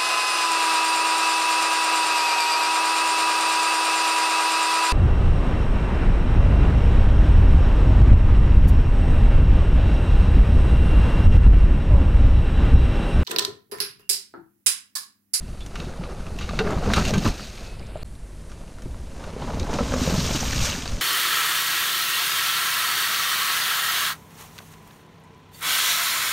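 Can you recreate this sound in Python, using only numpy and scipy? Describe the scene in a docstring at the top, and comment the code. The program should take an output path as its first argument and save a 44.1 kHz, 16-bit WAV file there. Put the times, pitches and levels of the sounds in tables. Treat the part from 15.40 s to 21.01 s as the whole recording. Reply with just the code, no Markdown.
"""Wind rumbles as a mountain bike drums over dirt and grit, then a second bike skids through the bend.
The tyres turn random tiny impacts into drumming, crunch and a spray of soil that swell as each bike passes.
Chain contacts, bumps and stones are short blows that ring; brakes, tread and a wheel give wavering tones.
Scrapes are short bursts of coloured grains, and wind is slow noise over rustling leaves.
A click and a very short silence part the two rides."""
import sys
import numpy as np
from scipy import signal
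from scipy.fft import rfft, irfft, next_fast_len
from scipy.io import wavfile
from scipy.ndimage import uniform_filter1d, map_coordinates

SR = 44100
rng = np.random.default_rng(int(sys.argv[2]) if len(sys.argv) > 2 else 0)


def unload_audio(sound):
    """Save the sound as a 16-bit wav file, at the path given as the first command line argument."""
    columns = np.transpose(np.atleast_2d(sound))
    # keep every value between -1 and 1, then stretch to whole-number steps
    steps = np.round(np.clip(columns, -1, 1) * 32767)
    wavfile.write(sys.argv[1], SR, steps.astype(np.int16))


N = 247401  # length [samples]

# Event levels below are settings before the trims in the functions.
# Spectra give only a shape: they are scaled to unit power before use.

# Wind buffeting: (time [s], level [dB])
WIND_LEVEL = [(0.0, -37), (0.59, -38.5), (1.76, -28.5), (1.82, -35), (1.89, -26.5), (1.98, -45),
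              (2.32, -39), (3.42, -43), (3.45, -35), (3.94, -43), (4.2, -32), (4.38, -36), (5.16, -32.5),
              (5.21, -20.5), (5.26, -37.5), (5.41, -44), (5.55, -26.5), (5.6, -45)]
# Wind rumble, then rustling leaves: (frequency [Hz], relative density [dB])
GUST_SPECTRUM = [(10, -5), (25, -5), (45, -5), (70, -10), (110, -15.5), (200, -34.5), (400, -39.5),
                 (1500, -64.5)]
LEAF_SPECTRUM = [(100, 15.5), (400, 5.5), (1000, -3), (2000, -3), (3300, -13.5), (4500, -9.5), (6200, -19),
                 (7300, -7.5), (9500, -4.5), (11500, -12.5), (15500, -56)]
HISS_DB = -87  # steady, very high hiss

# Each ride's tyres: (time [s], casing drumming [dB], tread crunch [dB], soil spray [dB])
FIRST_RIDE = [(0, -40, -50.5, -56), (0.3, -45.5, -48.5, -56), (0.4, -36.5, -42, -47.5),
              (0.58, -40, -42.5, -54.5), (0.94, -37, -42, -52), (1.15, -30.5, -43, -44.5),
              (1.23, -31.5, -33.5, -47), (1.33, -31, -28.5, -45.5), (1.395, -43, -37.5, -46),
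              (1.445, -27, -29.5, -41), (1.48, -22.5, -29.5, -39.5), (1.525, -24, -32, -39),
              (1.58, -21, -31.5, -31.5), (1.635, -24.5, -36, -36), (1.7, -25.5, -31.5, -32),
              (1.725, -24, -33.5, -42.5), (1.8, -27, -39.5, -39), (1.88, -30, -32, -33),
              (1.94, -37, -42.5, -44), (2.03, -41.5, -48, -41), (2.11, -46, -47.5, -46),
              (2.27, -43, -45.5, -48), (2.4, -45, -49, -54), (2.62, -46, -47.5, -51.5)]
SECOND_RIDE = [(2.66, -49, -60, -64.5), (3.1, -48, -53, -60.5), (3.7, -42.5, -51, -58.5),
               (3.82, -42.5, -44, -53), (3.95, -39.5, -42.5, -56), (4.08, -34, -38, -49.5),
               (4.29, -32.5, -36, -48.5), (4.35, -31.5, -33, -40.5), (4.47, -32.5, -35.5, -39.5),
               (4.59, -27.5, -36, -36), (4.65, -34, -33, -33), (4.73, -33, -33, -34.5),
               (4.85, -27.5, -38.5, -31.5), (5.08, -32, -40.5, -32.5), (5.2, -32, -43, -31),
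               (5.27, -32, -38, -28.5), (5.4, -35, -46, -37.5), (5.5, -39, -44.5, -42),
               (5.6, -36.5, -45, -42.5)]
# Tyre casing, firmer on the first bike: (frequency [Hz], relative density [dB])
FIRM_CASING = [(35, -37.5), (65, 5), (105, -1.5), (170, 2.5), (220, 1), (340, -16), (600, -29.5),
               (1500, -56)]
CASING = [(35, -18), (65, 4), (105, 0.5), (170, 0), (250, -1.5), (340, -14.5), (600, -33), (1500, -60)]
# Grinding tread of the first and second ride: (frequency [Hz], relative density [dB])
FIRST_TREAD = [(120, -31.5), (310, 0), (390, 7), (440, 0), (500, 2), (620, 1.5), (730, 0.5), (900, -6),
               (1060, -6), (1320, -3.5), (1700, -10.5), (3000, -19), (7000, -50), (15000, -61)]
SECOND_TREAD = [(120, -24), (300, -0.5), (400, -1), (530, 2.5), (640, 1), (740, -8), (880, -3.5),
                (1100, -6), (1350, -9), (1800, -12.5), (3000, -16.5), (7000, -26), (15000, -47)]
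# Thin spray, thick spray and fine dust: (frequency [Hz], relative density [dB])
THIN_SPRAY = [(700, -15.5), (1500, 2), (2100, -1), (2600, 3), (3200, -2), (3700, 0.5), (4500, 1.5),
              (5300, -1), (6500, 0), (7500, -7), (9200, -10.5), (11000, -23), (15500, -33)]
THICK_SPRAY = [(500, -8.5), (1200, 5.5), (1700, 2.5), (2400, 1), (4000, 1.5), (5100, 3), (6100, 5),
               (6800, 4), (7600, -2.5), (9000, -4.5), (10300, -17.5), (11300, -19), (15500, -45)]
DUST_SPECTRUM = [(9000, -57), (11400, -17), (12200, -3), (13200, -7), (15500, -14), (17000, -28)]
NEAR_DUST_DB = 5  # fine dust is heard best while the rear wheel is close
# The first rider slips behind a trunk: (starts [s], half hidden [s], fully hidden [s])
BEHIND_TREE = (2.28, 2.39, 2.56)

# Chain and stones strike the frame; clank and brightness are relative to the level:
# (time [s], level [dB], clank [dB], brightness [dB], time to fall 60 dB [s])
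CLACK_EVENTS = [(0.2054, -36.5, -20, -22, 0.052), (0.2625, -38.5, -2, -10.5, 0.029),
                (0.3555, -25.5, -6, -25.5, 0.05), (0.401, -26.5, -10, -28, 0.035),
                (0.447, -34.5, -13, -26, 0.07), (0.636, -36.5, -7, -28, 0.14),
                (0.987, -27.5, -15, -21, 0.066), (1.0106, -29.5, -7, -25, 0.25),
                (1.091, -22, -5.5, -45, 0.04), (1.1899, -16, -5, -28, 0.061),
                (1.3063, -40, -11, -10.5, 0.058), (1.5354, -10.5, -11, -22.5, 0.061),
                (1.5615, -18, -4, -20, 0.072), (1.651, -22, -27, -19, 0.079),
                (1.738, -20, -3.5, -20, 0.068), (1.7799, -26, -22, -16.5, 0.063),
                (1.853, -25, -9, -25, 0.11), (3.099, -46.5, -1, -12, 0.05), (3.117, -45, -1, -15, 0.073),
                (3.421, -42.5, -1, -13, 0.041), (3.8383, -35, -5, -21, 0.048),
                (4.196, -33.5, -23, -20, 0.15), (4.337, -26, -8, -18, 0.064),
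                (4.9575, -23, -26, -16, 0.097), (5.4563, -25.5, -6.5, -20, 0.045)]
# Resonances of frame, lower clank and chain: (frequency [Hz], width [Hz], level [dB])
FRAME_MODES = [(2234, 380, -0.5), (2380, 106, 4), (2645, 190, 4.5), (3120, 790, -1.5), (3550, 66, -4),
               (3674, 34, 5.5), (3890, 170, 4), (4500, 500, -4)]
CLANK_MODES = [(1188, 52, 12.5), (1275, 126, 7), (1360, 190, 11), (1920, 1450, 0)]
CHAIN_MODES = [(5680, 780, 6.5), (6370, 340, 10), (6440, 240, 14), (7250, 690, -5)]
# Bright tick of a contact: (frequency [Hz], relative density [dB])
TICK_SPECTRUM = [(4000, -45), (7000, 8), (9000, 11), (11000, -5), (13000, 2), (15500, -24)]
TICK_T60 = 0.061  # time to fall 60 dB [s]

# Short wavering tones: brake squeaks, tread groans and, at 1.56 s, a ringing wheel:
# (time [s], length [s], pitch [Hz], level [dB], line width [Hz])
WAVERING_EVENTS = [(0.207, 0.028, 3490, -48.5, 56), (1.195, 0.046, 436, -27.5, 7.7),
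                   (1.252, 0.048, 422, -31.5, 22), (1.56, 0.05, 1240, -33, 15),
                   (1.645, 0.054, 2740, -44, 40), (1.853, 0.031, 1160, -39, 15),
                   (1.99, 0.052, 4640, -47.5, 25), (2.251, 0.117, 2570, -56, 1.5),
                   (2.422, 0.012, 2330, -51, 90), (2.628, 0.004, 4500, -43, 540),
                   (5.004, 0.0078, 6000, -30, 220)]

# Stones and hard clods crack, smaller ones higher; the pair near 1.536 s is a struck frame ringing:
# (time [s], level [dB], pitch [Hz])
CRACK_EVENTS = [(0.2076, -35, 3450), (0.3584, -29, 3060), (0.537, -31, 1510), (0.6378, -30, 2270),
                (0.867, -30.5, 2510), (0.9882, -31, 1830), (1.11, -22.5, 700), (1.191, -14, 2700),
                (1.1915, -17, 1380), (1.2043, -19, 1230), (1.276, -20.5, 1570), (1.3058, -19, 970),
                (1.307, -25, 7200), (1.5032, -17, 1190), (1.5362, -10, 1470), (1.5368, -12, 3470),
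                (1.5767, -20, 1320), (1.595, -23, 450), (1.653, -22, 2690), (1.7079, -18, 6000),
                (1.7427, -23, 2800), (1.7816, -23, 3100), (1.8493, -23, 820), (1.855, -22, 1140),
                (1.8655, -17, 1080), (1.8795, -23, 2470), (1.9968, -26.5, 1330), (2.1782, -34, 2330),
                (2.3958, -34.5, 4780), (2.5737, -38, 7100), (2.753, -41, 3930), (3.2793, -40, 2700),
                (3.3856, -35, 1280), (3.421, -39, 2760), (3.5451, -34, 1000), (3.965, -21, 383),
                (4.0223, -25.5, 910), (4.1729, -25, 594), (4.198, -27, 3600), (4.2306, -24.5, 4100),
                (4.2972, -26, 865), (4.3316, -18, 930), (4.3875, -15, 1150), (4.432, -26, 1010),
                (4.5207, -20, 1540), (4.5388, -12.5, 1160), (4.5637, -17, 573), (4.6287, -25, 3740),
                (4.8028, -19, 4070), (4.863, -22, 5200), (4.876, -24, 4800), (4.8927, -18, 794),
                (4.909, -15.5, 624), (4.9593, -16, 2820), (5.0302, -17.5, 750), (5.1275, -16, 5430),
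                (5.1313, -16, 1720), (5.268, -23, 1640), (5.3152, -22, 2870), (5.3211, -17, 2900),
                (5.329, -18, 2800), (5.3515, -22, 1690), (5.4229, -22, 3560), (5.458, -22, 736),
                (5.4778, -17.5, 4560)]
# Ringing modes of each crack: (multiple of its pitch [ratio], level [dB])
CRACK_MODES = [(0.6, -10.5), (1, -2), (1.37, -11.5), (2.1, -16.5)]
CRACK_T60 = 0.016  # fall of 60 dB for a pitch of 1 kHz [s]

# Wheels hit roots and ruts; rattle is relative to the level, thump stands alone:
# (time [s], level [dB], knock pitch [Hz], rattle [dB], thump [dB], casing note [Hz])
BUMP_EVENTS = [(0.594, -41, 326, -9, -27, 168), (0.632, -24, 530, -17, -33, 163),
               (1.134, -19, 630, -12, -44, 190), (1.193, -12.5, 380, -11, -21.5, 177),
               (1.209, -18.5, 450, -7, -26, 202), (1.27, -22, 437, -2.5, -27, 188),
               (1.303, -22.5, 570, -2.5, -24, 205), (1.366, -28, 418, -24, -17, 152),
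               (1.46, -16, 437, -13, -26, 199), (1.475, -11, 430, -20, -24, 198),
               (1.501, -26, 350, -7, -21, 129), (1.57, -14.5, 367, -1.5, -29, 172),
               (1.581, -18.5, 590, -1, -23, 161), (1.735, -13, 427, -12, -34, 186),
               (1.756, -15.5, 386, -8, -17, 179), (1.777, -25, 386, -12.5, -16, 184),
               (1.854, -11, 294, -8.5, -14, 164), (1.863, -18, 600, -13, -15, 223),
               (2.557, -16.5, 623, -27, -39, 157), (3.458, -25.5, 347, -26, -25, 124),
               (4.021, -23, 567, -12, -33, 186), (4.171, -23, 565, -14, -28.5, 187),
               (4.294, -17, 417, -16, -28, 133), (4.388, -11.5, 567, -10, -31, 227),
               (4.408, -12.5, 477, -26, -18, 223), (4.523, -15, 540, -13, -24.5, 253),
               (4.539, -8, 525, -27, -24, 254), (4.616, -17, 323, -20, -19.5, 248),
               (4.674, -12, 520, -21, -20.5, 169), (4.724, -24, 500, -19, -17, 195),
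               (4.778, -26, 388, -8, -15, 154), (4.949, -11, 300, -18, -22, 143),
               (5.158, -29, 330, -21, -20, 121)]
# Resonances of a wheel: (frequency [Hz], width [Hz], level [dB])
WHEEL_MODES = [(448, 88, 4.5), (594, 36, 9), (752, 57, 10), (894, 160, 5.5), (1190, 170, 1), (1300, 75, 12),
               (1354, 460, 4)]
RATTLE_T60, KNOCK_T60, THUMP_T60 = 0.091, 0.039, 0.14  # times to fall 60 dB [s]

# The tread tears dirt loose; coarse gravel is low, fine soil high:
# (time [s], length [s], level [dB], centre [Hz])
SCRAPE_EVENTS = [(1.416, 0.035, -42, 990), (1.499, 0.011, -29, 1400), (1.59, 0.048, -36, 1300),
                 (1.65, 0.018, -36, 3000), (1.677, 0.02, -41, 3200), (1.693, 0.018, -32, 750),
                 (1.846, 0.029, -28.5, 1100), (2.262, 0.016, -46, 4500), (2.463, 0.016, -54.5, 5300),
                 (3.762, 0.016, -40, 540), (3.802, 0.041, -46, 950), (3.872, 0.013, -35, 560),
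                 (4.02, 0.017, -39, 940), (4.015, 0.022, -45, 3400), (4.076, 0.013, -34.5, 900),
                 (4.09, 0.025, -34.5, 680), (4.133, 0.011, -34, 900), (4.168, 0.017, -34, 800),
                 (4.195, 0.008, -33, 5170), (4.286, 0.024, -32, 766), (4.623, 0.016, -32, 5600),
                 (4.761, 0.017, -35, 4000), (4.778, 0.034, -33.5, 4500), (4.86, 0.022, -36, 5600),
                 (4.93, 0.026, -31.5, 5500), (5.225, 0.04, -33, 6030), (5.247, 0.035, -36, 5630)]
SCRAPE_Q, SCRAPE_RISE_S = 1.8, 0.0022  # sharpness of the colour; speed of the bite [s]

# The silence between the rides: (starts [s], ends [s])
SILENCE = (2.632, 2.643)
CUT_CLICK_DB, CUT_SWELL_S = -26, 0.0062  # low swell that the silence cuts into a click [dB], [s]
RETURN_S = 0.008  # fade-in after the silence [s]
TOP_HZ = 15400  # nothing is kept from here up

# Treble unlike on the two sides: (frequency [Hz], unrelated share [dB])
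SIDE_SHARE = [(8000, -43.5), (10500, -38), (12000, 0), (15500, 2)]
# Shared treble: (frequency [Hz], right minus left [dB])
RIGHT_LEAD = [(8000, 0), (10500, 0), (12000, 4), (15500, 16)]


def amp(db):
    """Turn decibels into gain."""
    return 10 ** (np.asarray(db) / 20)


def unit(x):
    """Scale a sound to rms 1."""
    return x / np.sqrt(np.mean(x ** 2) + 1e-20)


def along(points, hz):
    """Read (frequency, value) points on a log frequency axis."""
    f, v = np.transpose(points)
    return np.interp(np.log(hz + 1), np.log(f + 1), v)


def curves(rows):
    """Give one value per sample for each column after the time."""
    s, *columns = np.transpose(rows)
    return [np.interp(np.arange(N) / SR, s, column) for column in columns]


def wobble(rate):
    """A smooth random curve with this many knots a second."""
    knots = rng.standard_normal(N // 20)
    return map_coordinates(knots, [np.arange(N) * rate / SR], mode="wrap")


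def filtered(x, response):
    """Shape a sound by a complex response of frequency."""
    m = 2 * next_fast_len(N // 2 + SR // 4)
    return irfft(rfft(x, m) * response(np.fft.rfftfreq(m, 1 / SR)), m)[..., :N]


def colour(points):
    """A response with this spectrum and unit power that acts only after each impact."""
    def response(hz):
        # folding the cepstrum forward in time gives minimum phase
        cepstrum = irfft(np.log(amp(along(points, hz))))
        cepstrum[1:len(hz) - 1] *= 2
        cepstrum[len(hz):] = 0
        h = np.exp(rfft(cepstrum))
        return h / np.sqrt(np.mean(abs(h) ** 2))
    return response


def body(modes):
    """A set of resonances with alternating sign and unit power together."""
    def response(f):
        h = 0
        for k, (centre, width, db) in enumerate(modes):
            resonance = 1j * f * width / (centre * centre - f * f + 1j * f * width)
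            h = h + (-1) ** k * amp(db) * resonance
        return h / np.sqrt(np.mean(abs(h) ** 2))
    return response


def dulled(x, share, corner_hz):
    """Take away a share of the treble above the corner."""
    treble = filtered(x, lambda hz: 1 - 1 / (1 + (hz / corner_hz) ** 16))
    return x - np.clip(share, 0, 1) * treble


def grains(rate, spread_db):
    """Random tiny impacts of unequal size, about rate a second, with rms 1."""
    size = amp(spread_db * np.clip(rng.standard_normal(N), -2, 2))
    size = size * np.sign(rng.standard_normal(N))
    return unit(size * (rng.random(N) < rate / SR))


def knocks(times, levels_db, pitches, t60s):
    """Each blow sets off one damped tone."""
    out = np.zeros(N + SR)
    for s, db, hz, t60 in np.broadcast(times, levels_db, pitches, np.clip(t60s, .002, .5)):
        t = np.arange(int(t60 * SR)) / SR
        tone = amp(db - 60 * t / t60) * np.sin(2 * np.pi * hz * t)
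        out[round(s * SR):][:len(t)] += tone
    return out[:N]


def bursts(times, levels_db, t60s, crack_db):
    """Each contact is one hard blow followed by a rough chatter that dies away."""
    out, t = np.zeros(N + SR), np.arange(SR // 4) / SR
    for s, db, t60 in np.broadcast(times, levels_db, t60s):
        chatter = amp(db - 60 * t / max(t60, .005)) * rng.standard_normal(len(t))
        chatter[0] = amp(crack_db) * np.linalg.norm(chatter)  # the hard blow
        out[round(s * SR):][:len(t)] += chatter
    return out[:N]


def clods(pitch_hz, spread, t60, size_db, count):
    """Lumps of hard earth knock at random moments, each at its own pitch; rms 1."""
    when = rng.random(count) * N / SR
    pitch, size = np.clip(rng.standard_normal((count, 2)), -2, 2).T
    hz = pitch_hz * np.exp(spread * pitch)
    level_db = size_db * size - 10 * np.log10(hz / pitch_hz)  # higher lumps are quieter
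    return unit(knocks(when, level_db, hz, t60 * np.sqrt(pitch_hz / hz)))


def wind():
    """Lumpy wind noise rumbles on the microphone, over a faint rustle of leaves and a thin hiss."""
    buffet_db, = curves(WIND_LEVEL)
    eddies = filtered(rng.standard_normal(N), colour(GUST_SPECTRUM))
    # even out the strength, so that the table sets each gust
    strength = np.sqrt(abs(uniform_filter1d(eddies ** 2, size=SR // 8)) + 1e-6)
    buffet = eddies / strength
    leaves = filtered(rng.standard_normal(N), colour(LEAF_SPECTRUM))
    leaves = leaves * amp(0.42 * wobble(4.9) + 0.29 * wobble(24.1))
    hiss = filtered(grains(5000, 4), colour(DUST_SPECTRUM))
    return amp(buffet_db + 4.0) * buffet + amp(-51.0) * leaves + amp(HISS_DB) * hiss


def tyres(ride, near_s, casing, tread, soil, drum_db, crunch_db, spray_db, dust_db,
          pebble_db, clump_db, grain_rate):
    """Uneven ground loads the tyres in jerks that drive drumming, crunch, spray and dust together."""
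    drumming, crunching, spraying = curves(ride)
    t = np.arange(N) / SR
    near = (np.tanh((t - near_s[0]) / 0.046) - np.tanh((t - near_s[1]) / 0.1)) / 2
    dusting = spraying + near * (NEAR_DUST_DB + 0.5 * wobble(20))
    load = 1.9 * np.tanh(0.61 * (wobble(45) + wobble(120)))

    drum = unit(filtered(grains(600, 2.56) * amp(1.0 * load), colour(casing)))
    crunch = unit(filtered(grains(2000, 2.6) * amp(clump_db * load), colour(tread)))
    lumps = clods(pitch_hz=671.0, spread=0.42, t60=0.04, size_db=1.4, count=760)
    crunch = unit(crunch + amp(-2.5) * lumps)

    clumps = amp(0.46 * clump_db * load + 0.95 * wobble(210))  # soil flies in clods
    # coarse crumbs land on dry leaves, some with a pitched tick
    crumb_ticks = clods(pitch_hz=4900, spread=0.36, t60=0.007, size_db=2.5, count=2600)
    spatter = amp(-7) * grains(600, 3.8) + amp(-9.5) * crumb_ticks
    spray = unit(filtered(grains(grain_rate, 3.3) * clumps + spatter, colour(soil)))
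    dust = unit(filtered(grains(grain_rate, 5.1) * clumps, colour(DUST_SPECTRUM)))
    pebbles = unit(filtered(grains(150, 2.9), body(FRAME_MODES)))  # single stones tick on the bike

    ground = amp(drumming + drum_db) * drum + amp(crunching + crunch_db) * crunch
    flying = amp(spraying + spray_db) * (spray + amp(pebble_db) * pebbles)
    return ground + flying + amp(dusting + dust_db) * dust


def riders():
    """The first rider carves and is dulled behind a trunk; the second drifts and throws thick soil."""
    t = np.arange(N) / SR
    first = tyres(FIRST_RIDE, (1.63, 2.35), FIRM_CASING, FIRST_TREAD, THIN_SPRAY,
                  drum_db=-1.4, crunch_db=0.55, spray_db=0.5, dust_db=-24.5,
                  pebble_db=-11.0, clump_db=1.96, grain_rate=7000)
    # the trunk takes away high treble first, then more from lower down
    first = dulled(first, np.interp(t, BEHIND_TREE, [0, 0.75, 0.8]), corner_hz=5350)
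    first = dulled(first, np.interp(t, BEHIND_TREE, [0, 0, 0.6]), corner_hz=4100)
    second = tyres(SECOND_RIDE, (4.56, 5.42), CASING, SECOND_TREAD, THICK_SPRAY,
                   drum_db=0.34, crunch_db=1.7, spray_db=1.0, dust_db=-21.5,
                   pebble_db=-9, clump_db=1.8, grain_rate=9000)
    return np.where(t < SILENCE[0], first, second)


def clacks():
    """Sharp contacts ring the frame over a lower clank, with a high chain ring and a short tick."""
    s, db, clank_db, bright_db, t60 = np.transpose(CLACK_EVENTS)
    ring = filtered(bursts(s, db - 8.0, t60, crack_db=-15.0), body(FRAME_MODES))
    ring = dulled(ring, 1, corner_hz=9000)
    clank = filtered(bursts(s, db + clank_db - 3.0, t60, crack_db=-2.5), body(CLANK_MODES))
    clank = dulled(clank, 0.84, corner_hz=5000)
    high = filtered(bursts(s, db + bright_db + 7, t60, crack_db=-33), body(CHAIN_MODES))
    tick = filtered(bursts(s, db + bright_db - 3, TICK_T60, crack_db=0), colour(TICK_SPECTRUM))
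    return ring + clank + high + tick


def wavering_tones():
    """Brake squeaks, tread groans and a ringing wheel: short tones whose phase wanders."""
    out = np.zeros(N + SR)
    for s, length, hz, db, width in WAVERING_EVENTS:
        count = max(int(length * SR), 16)
        drift = np.sqrt(2 * np.pi * width / SR) * np.cumsum(rng.standard_normal(count))
        tone = np.sin(2 * np.pi * hz * np.arange(count) / SR + drift)
        out[round(s * SR):][:count] += amp(db + 5.0) * signal.windows.tukey(count, .5) * tone
    return out[:N]


def cracks():
    """Stones, clods and one struck frame ring in a few modes that die sooner when pitched high."""
    s, db, hz = np.transpose(CRACK_EVENTS)
    t60 = CRACK_T60 * np.sqrt(1000 / hz)
    shape = np.exp(0.039 * rng.standard_normal((len(s), len(CRACK_MODES))))  # no two are alike
    ringing = np.zeros(N)
    for k, (multiple, level_db) in enumerate(CRACK_MODES):
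        ringing += knocks(s, db + level_db, hz * multiple * shape[:, k], t60)
    return dulled(ringing, 0.76, corner_hz=8000)


def bumps():
    """A bump rattles the wheel, knocks at its own pitch and thumps the casing; rubber softens it."""
    s, db, knock_hz, rattle_db, thump_db, casing_hz = np.transpose(BUMP_EVENTS)
    rattle = filtered(bursts(s, db + rattle_db - 5.0, RATTLE_T60, crack_db=-2.5), body(WHEEL_MODES))
    thud = filtered(bursts(s, thump_db - 6.5, THUMP_T60, crack_db=-10.5), colour(CASING))
    knock = knocks(s, db - 5.5, knock_hz, KNOCK_T60)
    casing_note = knocks(s, thump_db - 0.5, casing_hz, THUMP_T60)
    return dulled(rattle + thud + knock + casing_note, 0.92, corner_hz=5500)


def scrapes():
    """Each bite of the tread is a burst of grains, coloured by their size, that starts sharply."""
    out = np.zeros(N)
    grit = grains(7000, 3.1)
    t = np.arange(SR // 8) / SR
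    for s, length, db, hz in SCRAPE_EVENTS:
        span = slice(round(s * SR), round(s * SR) + len(t))
        stretch = 1 + 0.5 / SCRAPE_Q
        edges = np.clip([hz / stretch, hz * stretch], 50, SR / 2 - 50)
        band = signal.butter(2, edges, "band", fs=SR, output="sos")
        envelope = (1 - np.exp(-t / SCRAPE_RISE_S)) * np.exp(-(t / length) ** 4)
        out[span] += amp(db) * unit(signal.sosfilt(band, grit[span])) * envelope
    return out


def trunks(x, wet_db, t60):
    """Tree trunks scatter a faint, short echo, made from fading noise."""
    t = np.arange(SR // 2) / SR
    tail = rng.standard_normal(len(t)) * amp(-60 * t / t60) * (1 - np.exp(-t / 0.0041))
    return x + amp(wet_db) * signal.fftconvolve(x, tail / np.linalg.norm(tail))[:N]


def scene():
    """Mix all sounds alike on left and right, except for the top treble."""
    contacts = clacks() + bumps() + cracks() + wavering_tones()
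    mid = riders() + scrapes() + trunks(contacts, wet_db=-11.0, t60=0.16) + wind()
    hz, _, z = signal.stft(mid, SR, nperseg=128)
    lean = np.tanh(along(RIGHT_LEAD, hz) * np.log(10) / 40)  # level difference to side share
    random_phase = np.exp(2j * np.pi * rng.random(z.shape))
    unrelated = amp(along(SIDE_SHARE, hz))[:, None] * random_phase
    side = signal.istft(z * (unrelated - lean[:, None]), SR, nperseg=128)[1][:N]
    side = filtered(side, lambda f: 1 - 1 / (1 + (f / 7500) ** 14))  # treble only
    return np.array([mid + side, mid - side])  # left, right


def record(dry):
    """Cut the sound with a click and a brief silence between the rides, then limit the band."""
    t = np.arange(N) / SR
    swell = amp(CUT_CLICK_DB) * np.exp(-abs(t - SILENCE[0]) / CUT_SWELL_S)
    before = (dry + swell) * (t < SILENCE[0])
    after = dry * np.clip((t - SILENCE[1]) / RETURN_S, 0, 1)
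    return filtered(before + after, lambda hz: hz < TOP_HZ)


dry = scene()
out = record(dry)
unload_audio(out)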